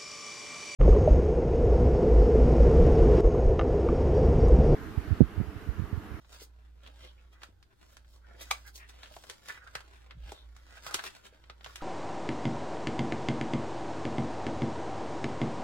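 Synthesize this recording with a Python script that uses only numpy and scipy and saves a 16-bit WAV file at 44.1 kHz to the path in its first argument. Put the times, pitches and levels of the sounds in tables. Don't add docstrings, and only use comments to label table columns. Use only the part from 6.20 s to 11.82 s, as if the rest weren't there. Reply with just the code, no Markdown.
import sys
import numpy as np
from scipy import signal
from scipy.fft import rfft, irfft, next_fast_len
from scipy.io import wavfile
from scipy.ndimage import uniform_filter1d

SR = 44100
rng = np.random.default_rng(int(sys.argv[2]) if len(sys.argv) > 2 else 0)


def waveform_to_disk(signal):
    frames = np.transpose(np.atleast_2d(signal))
    scaled = np.clip(frames, -1, 1) * 32767
    samples = np.round(scaled).astype(np.int16)
    wavfile.write(sys.argv[1], SR, samples)


N = 247876
FREQS = np.fft.rfftfreq(2048, 1 / SR)
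SLEEVE_HZ, NOTE_HZ = 1480, 3300
STRAIN_S = .005

# (frequency [Hz], relative level [dB])
AIR_COLOUR = [(12, -51.5), (20, -1), (44, -14.5), (68, -21), (198, -11.5), (328, -10.5), (718, -29.5),
              (1030, -29), (1480, -16), (2390, -32.5), (3530, -24), (11100, -37), (14700, -32),
              (16000, -47)]
# (frequency [Hz], relative level [dB])
RUMBLE_COLOUR = [(15, -1.5), (24, -7.5), (33, 6.5), (45, -20), (62, 4), (90, -2.5), (130, -9.5), (190, -17),
                 (400, -25), (1000, -74)]
# (time of top speed [s], rise [s], fall [s],
# middle level before the trim [dB], fizz compared with middle [dB], ring of sleeve or note [Hz])
RUB_STROKES = [ (.02, 0.067, 0.024, -71, -2.5, NOTE_HZ), (0.144, 0.038, 0.046, -54.5, -0.5, NOTE_HZ),
               (0.229, 0.015, 0.012, -60.5, 10.5, NOTE_HZ), (.46, 0.16, 0.081, -73, -8.5, SLEEVE_HZ),
               (.645, 0.029, 0.055, -61.5, -27, NOTE_HZ), (.83, 0.13, 0.087, -62, -6.5, NOTE_HZ),
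               (1.02, 0.086, 0.1, -70.5, -8, SLEEVE_HZ), (1.133, 0.011, 0.017, -61, -8.5, NOTE_HZ),
               (1.235, 0.025, 0.033, -57.5, -7, NOTE_HZ), (1.513, 0.0079, 0.012, -64.5, -16.5, SLEEVE_HZ),
               (1.63, 0.029, 0.034, -64, -4, SLEEVE_HZ), (1.75, 0.11, 0.023, -68.5, 2.5, SLEEVE_HZ),
               (1.95, 0.071, 0.03, -70.5, 4, NOTE_HZ), (2.11, 0.11, 0.12, -68, -8.5, SLEEVE_HZ),
               (2.215, 0.019, 0.025, -47.5, -5, NOTE_HZ), (2.34, 0.09, 0.076, -56.5, 0, SLEEVE_HZ),
               (2.484, 0.019, 0.011, -61, 8, SLEEVE_HZ), (2.563, .015, 0.021, -67.5, 16.5, NOTE_HZ),
               (2.694, .01, 0.013, -54, -2, SLEEVE_HZ), (2.85, 0.13, 0.052, -57.5, -8, NOTE_HZ),
               (2.96, 0.071, .08, -65.5, 6.5, NOTE_HZ), (3.109, 0.072, 0.069, -58, -1, NOTE_HZ),
               (3.294, 0.039, 0.049, -51, -1.5, NOTE_HZ), (3.57, 0.15, 0.084, -61, -4.5, SLEEVE_HZ),
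               (3.76, 0.15, 0.092, -62, -6.5, SLEEVE_HZ), (3.905, 0.036, 0.028, -63.5, -21, SLEEVE_HZ),
               (4.1, 0.061, 0.076, -55.5, -9, NOTE_HZ), (4.5, 0.18, 0.069, -64.5, -4, SLEEVE_HZ),
               (4.575, 0.052, 0.014, -52.5, -6, SLEEVE_HZ), (4.678, 0.031, 0.013, -46, 0, SLEEVE_HZ),
               (4.755, 0.031, 0.034, -45, -2, NOTE_HZ), (4.869, 0.041, 0.018, -44, -4.5, NOTE_HZ),
               (4.96, 0.071, 0.045, -58, -3, SLEEVE_HZ), (5.064, 0.017, 0.014, -50, -5.5, NOTE_HZ),
               (5.13, 0.03, 0.35, -67.5, -6.5, SLEEVE_HZ), (5.48, 0.042, 0.18, -57.5, -2, SLEEVE_HZ),
               (5.6, 0.036, .04, -60.5, -9, SLEEVE_HZ)]
# (frequency [Hz], relative level [dB])
PAPER_COLOUR = [(120, -12.5), (230, -6), (400, -2), (700, -4.5), (1000, -2.5), (1500, 2), (2200, -1),
                (3300, -2), (4500, -7), (6000, -12.5), (8000, -14), (11000, -23.5), (15500, -32)]
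# (time [s], middle level [dB], fizz compared with middle [dB], ring [Hz])
CREASE_SNAPS = [(0.047, -64.5, -22, 1220), (0.6635, -53.5, -20, 3230), (0.6741, -53.5, -11, 3350),
                (1.2186, -54, -26, 1870), (1.2334, -46, -6.5, 1580), (1.4276, -62, -4.5, 4840),
                (1.769, -54.5, -3, 1510), (1.8463, -67.5, -18, 1640), (2.2105, -52.5, -15, 3900),
                (2.832, -47.5, -11, 3870), (2.8586, -55.5, -25, 2550), (2.9407, -57.5, -8, 2820),
                (2.966, -55.5, -8, 720), (3.038, -54.5, -3, 1460), (3.0984, -44, -0.5, 3120),
                (3.2856, -46.5, -1, 1460), (3.474, -56.5, -9.5, 1430), (3.5531, -35.5, -9.5, 1670),
                (3.6056, -52.5, -8, 1310), (3.909, -49.5, -19, 2300), (4.1194, -53, 2, 730),
                (4.365, -57.5, -4, 1430), (4.6657, -42, -7, 1220), (4.7103, -52, 1.5, 890),
                (4.743, -34.5, 4.5, 3260), (4.745, -35.5, -4, 1390), (4.7932, -39.5, -18, 1590),
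                (4.8389, -43.5, -2.5, 1170), (5.2397, -59.5, -29, 2380), (5.2987, -46.5, -19, 1340),
                (5.409, -56.5, -28, 1300), (5.4451, -45.5, -8, 3200), (5.462, -45.5, -16, 1150),
                (5.558, -44.5, -1.5, 2780), (5.6149, -52.5, -23, 1300)]
# (frequency [Hz], relative level [dB])
CREASE_COLOUR = [(120, 6), (230, -19), (350, -1.5), (700, 0.5), (1300, 3), (2400, 0), (3600, 1),
                 (5000, -2.5), (7000, -5), (10000, -10.5), (16000, -22.5)]
# (start [s], length [s], top level [dB], pitch [Hz], filter width [Hz])
EDGE_DRAGS = [(0.19, 0.038, -52, 4050, 6000), (0.66, 0.052, -62.5, 430, 400),
              (0.798, 0.088, -55, 2540, 2960), (0.812, 0.058, -61, 455, 397),
              (0.869, 0.055, -62, 3370, 1100), (0.969, .046, -67, 2540, 603),
              (1.129, 0.08, -66.5, 1470, 900), (2.01, 0.17, -63, 1450, 516), (2.037, 0.22, -61.5, 520, 600),
              (2.199, 0.044, -47.5, 6800, 11100), (2.444, 0.056, -54, 1570, 700),
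              (2.546, 0.026, -53, 6160, 5000), (2.564, 0.11, -56, 1720, 1590),
              (2.905, 0.022, -55, 556, 700), (3.279, .041, -42, 1480, 1300),
              (3.315, 0.092, -53, 1520, 1320), (3.403, 0.048, -55, 1470, 500),
              (3.457, 0.034, -52, 1440, 600), (4.08, 0.18, -64, 3640, 455), (4.547, 0.055, -59, 1880, 1600),
              (4.645, 0.12, -48.5, 1080, 1290), (4.773, 0.035, -43, 1230, 1350),
              (4.843, 0.035, -48, 3560, 3000), (5.49, 0.017, -52.5, 1180, 400),
              (5.603, .026, -50, 1330, 400)]
# (time [s], level [dB],
# pitch [Hz])
KNOCKS = [(.2175, -52, 437), (1.288, -62, 278), (2.21, -55, 620), (2.832, -59, 676),
          (2.966, -49.5, 770), (3.04, -57.5, 586), (3.1, -53.5, 450), (3.95, -57, 129),
          (3.967, -51, 132), (4.06, -57, 115), (4.1204, -50, 400), (4.12, -48, 750),
          (4.745, -49.5, 390), (5.1247, -61, 497)]
# (time [s], peak level [dB], pitch [Hz], length [s])
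DESK_BUMPS = [(1.25, -61, 86.7, 0.21), (3.959, -40.5, 57.5, .128), (3.992, -49, 36, 0.086),
              (4.055, -47, 67.6, 0.074), (4.124, -50, 55.7, 0.25)]
# (time [s], level [dB], fade time [s])
FLICK_CRACKS = [(2.309, -35.5, 0.0014), (2.3121, -25, 0.00142), (2.3193, -48, 0.0036)]
# (pitch [Hz], width [Hz], relative level [dB])
WAD_RINGS = [(500, 110, 1.5), (780, 76, 8), (915, 120, 1.5), (1160, 74, 11.5), (2180, 84, -1),
             (2320, 150, 8.5), (3500, 190, -0.5), (3900, 490, 0), (4950, 330, -4), (6640, 1600, -5)]
# (frequency [Hz], time to fade by 60 dB [s])
ROOM_FADE = [(200, 0.11), (800, 0.15), (2000, 0.15), (5500, 0.13), (15000, 0.13)]


def amp(db):
    return 10 ** (np.asarray(db) / 20)


def unit(x):
    return x / np.sqrt(np.mean(x ** 2) + 1e-20)


def read(points, hz):
    table_hz, value = np.transpose(points)
    return np.interp(np.log(hz + 1), np.log(table_hz + 1), value)


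def add(mix, s, sound):
    part = mix[..., max(round(s * SR), 0):][..., :sound.shape[-1]]
    part += sound[..., :part.shape[-1]]


def click(colour):
    log_gain = np.log(np.maximum(colour / colour.max(), 1e-5))
    mirrored = np.concatenate([log_gain, log_gain[-2:0:-1]])
    spectrum = np.exp(signal.hilbert(mirrored).conj())
    taps = np.fft.ifft(spectrum).real[:len(colour)]
    return taps / np.linalg.norm(taps)


def three_bands(points, edges_hz=(120, 900, 4500)):
    over_low, over_mid, over_high = (1 / (1 + (hz / (FREQS + 1)) ** 8) for hz in edges_hz)
    shares = [over_mid * (1 - over_high), over_low * (1 - over_mid), over_high]
    return [unit(amp(read(points, FREQS)) * np.sqrt(share)) for share in shares]


def resonate(x, hz, width_hz):
    turn = np.exp(2j * np.pi * hz * np.arange(len(x)) / SR)
    decay = np.exp(-np.pi * width_hz / SR)
    return 2 * (turn * signal.lfilter([1 - decay], [1, -decay], x / turn)).real


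def hum(hz=58.735, beat_s=1.723, swell_at_s=.649, start_db=-58.5, upper_db=-2, sink_db_per_s=.15):
    t = np.arange(N) / SR
    upper, lower = (np.cos(2 * np.pi * (hz + side * .5 / beat_s) * (t - swell_at_s)) for side in (1, -1))
    return amp(start_db - sink_db_per_s * t) * (unit(lower) + amp(upper_db) * unit(upper))


def steady_noise(points, alike):
    shared, *own = rng.standard_normal((3, N))
    white = np.sqrt(alike) * shared + np.sqrt(1 - alike) * np.array(own)
    size = next_fast_len(N)
    colour = amp(read(points, np.fft.rfftfreq(size, 1 / SR)))
    return irfft(rfft(white, size) * colour, size)[:, :N]


def room_air(air_db=-77.5, rumble_db=-66):
    bass_cut = signal.butter(4, 160, "high", fs=SR, output="sos")
    air = signal.sosfilt(bass_cut, steady_noise(AIR_COLOUR, alike=.25))
    rumble = steady_noise(RUMBLE_COLOUR, alike=.72)
    return amp(air_db) * unit(air) + amp(rumble_db) * unit(rumble)


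def sliding(shape=1.1, rest_db=-83, rest_fizz_db=-11, body_even_db=-71.5, body_growth=.64):
    t = np.arange(0, N, 32) / SR
    s, rise_s, fall_s, level_db, fizz_db, ring_hz = np.transpose(RUB_STROKES)[:, :, None]
    from_peak = np.maximum((s - t) / rise_s, (t - s) / fall_s)
    power = (amp(level_db) * np.exp(-from_peak ** shape)) ** 2
    rest = amp(rest_db) ** 2
    total = power.sum(0) + rest
    fizz = ((power * amp(fizz_db) ** 2).sum(0) + rest * amp(rest_fizz_db) ** 2) / total
    on_notes = (power * (ring_hz == NOTE_HZ)).sum(0) / total
    total_db = 10 * np.log10(total)
    body_db = (body_growth - 1) * (total_db - body_even_db)
    curves = total_db, body_db, 10 * np.log10(fizz), on_notes
    return [np.interp(np.arange(N) / SR, t, curve) for curve in curves]


def friction(slips_per_s=1100, spread_db=4.5, grainy=.74, flutter_db=.38):
    slips = (rng.random(N) < slips_per_s / SR) * rng.choice([-1, 1], N)
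    sizes = amp(spread_db * np.minimum(rng.exponential(1, N), 4.5))
    crackle = np.sqrt(grainy) * unit(slips * sizes) + np.sqrt(1 - grainy) * rng.standard_normal(N)
    pressure = unit(uniform_filter1d(rng.standard_normal(N), size=500))
    return unit(crackle * amp(flutter_db * pressure))


def rubbing(trim_db=-1, sizzle_hz=9500, sizzle_db=-9, sizzle_growth=.77):
    level_db, body_db, fizz_db, on_notes = sliding()
    drive = friction()
    middle, body, fizz = (signal.oaconvolve(drive, click(band))[:N] for band in three_bands(PAPER_COLOUR))
    sleeve = unit(.64 * middle + .36 * unit(resonate(friction(), SLEEVE_HZ, width_hz=180)))
    notes = unit(.59 * middle + .41 * unit(resonate(friction(), NOTE_HZ, width_hz=1260)))
    middle = unit((1 - on_notes) * sleeve + on_notes * notes)
    treble_only = signal.butter(4, sizzle_hz, "high", fs=SR, output="sos")
    sizzle = unit(signal.sosfilt(treble_only, friction()))
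    fizz += amp(sizzle_db + sizzle_growth * np.minimum(fizz_db, 10)) * sizzle
    return amp(level_db + trim_db) * (middle + amp(body_db) * body + amp(fizz_db) * fizz)


def desk_paths(scatter_db, fade_s, lag_s=.00007):
    t = np.arange(1024) / SR
    paths = rng.standard_normal((2, len(t))) * np.exp(-t / fade_s) * (t > 2 * lag_s)
    paths *= amp(scatter_db) / np.linalg.norm(paths, axis=1, keepdims=True)
    paths[0, 0] += 1
    paths[1, round(lag_s * SR)] += 1
    return paths / np.linalg.norm(paths[0])


def even_out(paths, evenness=.72):
    power = abs(rfft(paths, 2048)) ** 2
    gains = np.sqrt(uniform_filter1d(power, size=7) + 1e-9)
    smear = np.array([signal.fftconvolve(path, click(gain ** -evenness))[:2048]
                      for path, gain in zip(paths, gains)])
    return smear / np.linalg.norm(smear, axis=1, keepdims=True)


def moving_hands(x, count=12, rounds_per_s=.9):
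    place = np.arange(N) / SR * rounds_per_s * count
    out = np.zeros((2, N))
    for k in range(count):
        away = abs((place - k) % count - count / 2)
        fade = np.cos(np.pi / 2 * np.minimum(away, 1))
        paths = even_out(desk_paths(scatter_db=7.5, fade_s=.0044), evenness=.52)
        out += signal.oaconvolve((x * fade)[None], paths, axes=1)[:, :N]
    return out


def room_echo(x, wet_db=-9, gap_s=.006):
    hz, t, bands = signal.stft(rng.standard_normal((2, SR // 2)), SR, nperseg=256)
    fade = amp(-60 * t / read(ROOM_FADE, hz)[:, None])
    tail = signal.istft(bands * fade, SR, nperseg=256)[1]
    tail *= np.arange(tail.shape[1]) > gap_s * SR
    return amp(wet_db) * signal.fftconvolve(x, tail / np.linalg.norm(tail[0]), axes=1)[:, :N]


def crack(fade_s, colour, paths, spike=3.6, strain=.12, strain_rise_s=.0026):
    lead = round(STRAIN_S * SR)
    t = (np.arange(1024) - lead) / SR
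    swell = np.where(t < 0, strain * np.exp(-abs(t) / strain_rise_s), np.exp(-abs(t) / fade_s))
    run = rng.standard_normal(len(t)) * swell
    run[lead] = spike
    scattered = even_out(signal.fftconvolve(run[None], paths, axes=1))
    sound = signal.fftconvolve(scattered, click(colour)[None], axes=1)
    return sound / np.sqrt(np.mean(sound[:, lead:lead + SR // 100] ** 2))


def crease_snaps(buckle_s=.00091, ring_db=6, ring_width=.15, body_at_1khz_db=-2.5, db_per_octave=-11):
    out = np.zeros((2, N))
    middle, body, fizz = three_bands(CREASE_COLOUR)
    for s, level_db, fizz_db, ring_hz in CREASE_SNAPS:
        body_db = body_at_1khz_db + db_per_octave * np.log2(ring_hz / 1000)
        ring = 1 + (amp(ring_db) - 1) / (1 + ((FREQS / ring_hz - 1) / ring_width) ** 2)
        bands = [(middle, 0), (body, body_db), (fizz, fizz_db)]
        power = sum((amp(db) * unit(band * ring)) ** 2 for band, db in bands)
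        snap = crack(buckle_s, np.sqrt(power), desk_paths(scatter_db=7, fade_s=.005))
        add(out, s - STRAIN_S, amp(level_db) * np.sqrt(power.mean()) * snap)
    return out


def edge_drags():
    out, drive = np.zeros(N), friction(grainy=.7)
    for s, length_s, level_db, hz, width_hz in EDGE_DRAGS:
        stroke = drive[round(s * SR):][:round(length_s * SR)]
        band = resonate(resonate(stroke, hz, width_hz), hz, width_hz)
        swell = np.sin(np.linspace(0, np.pi, len(band)))
        add(out, s, amp(level_db) * unit(band) * swell)
    return out


def knocks(ring_width=.43, fade_s=.0034):
    out = np.zeros((2, N))
    for s, level_db, hz in KNOCKS:
        ring = 1 / (1 + (2 * (FREQS / hz - 1) / ring_width) ** 2)
        knock = crack(fade_s, ring, desk_paths(scatter_db=-11.5, fade_s=.015))
        add(out, s - STRAIN_S, amp(level_db) * knock)
    return out


def desk_bumps():
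    out = np.zeros(N)
    for s, peak_db, hz, length_s in DESK_BUMPS:
        t = np.arange(round(length_s * SR)) / SR
        swell = np.sin(np.pi * t / length_s)
        add(out, s, amp(peak_db) * swell * np.sin(2 * np.pi * hz * t))
    return out


def wad_flick(crease_db=-12, bass_edge_hz=560):
    power = sum(amp(db) ** 2 / (1 + (2 * (FREQS - hz) / width) ** 2) for hz, width, db in WAD_RINGS)
    power += amp(crease_db + read(CREASE_COLOUR, FREQS) / 2) ** 2
    power /= 1 + (bass_edge_hz / (FREQS + 1)) ** 8
    out = np.zeros((2, N))
    for s, level_db, fade_s in FLICK_CRACKS:
        paths = desk_paths(scatter_db=0, fade_s=.005)
        add(out, s - STRAIN_S, amp(level_db) * crack(fade_s, np.sqrt(power), paths))
    return out


def scene(bass_lean_db=1.1):
    handling = moving_hands(rubbing() + edge_drags()) + crease_snaps() + wad_flick() + knocks()
    bass = (hum() + desk_bumps()) * amp([[-bass_lean_db], [bass_lean_db]])
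    return handling + room_echo(handling) + bass + room_air()


def record(dry, cutoff_hz=16200):
    treble_cut = signal.firwin(401, cutoff_hz, window=("kaiser", 8), fs=SR)
    return signal.oaconvolve(dry, treble_cut[None], "same")


dry = scene()
out = record(dry)
waveform_to_disk(out)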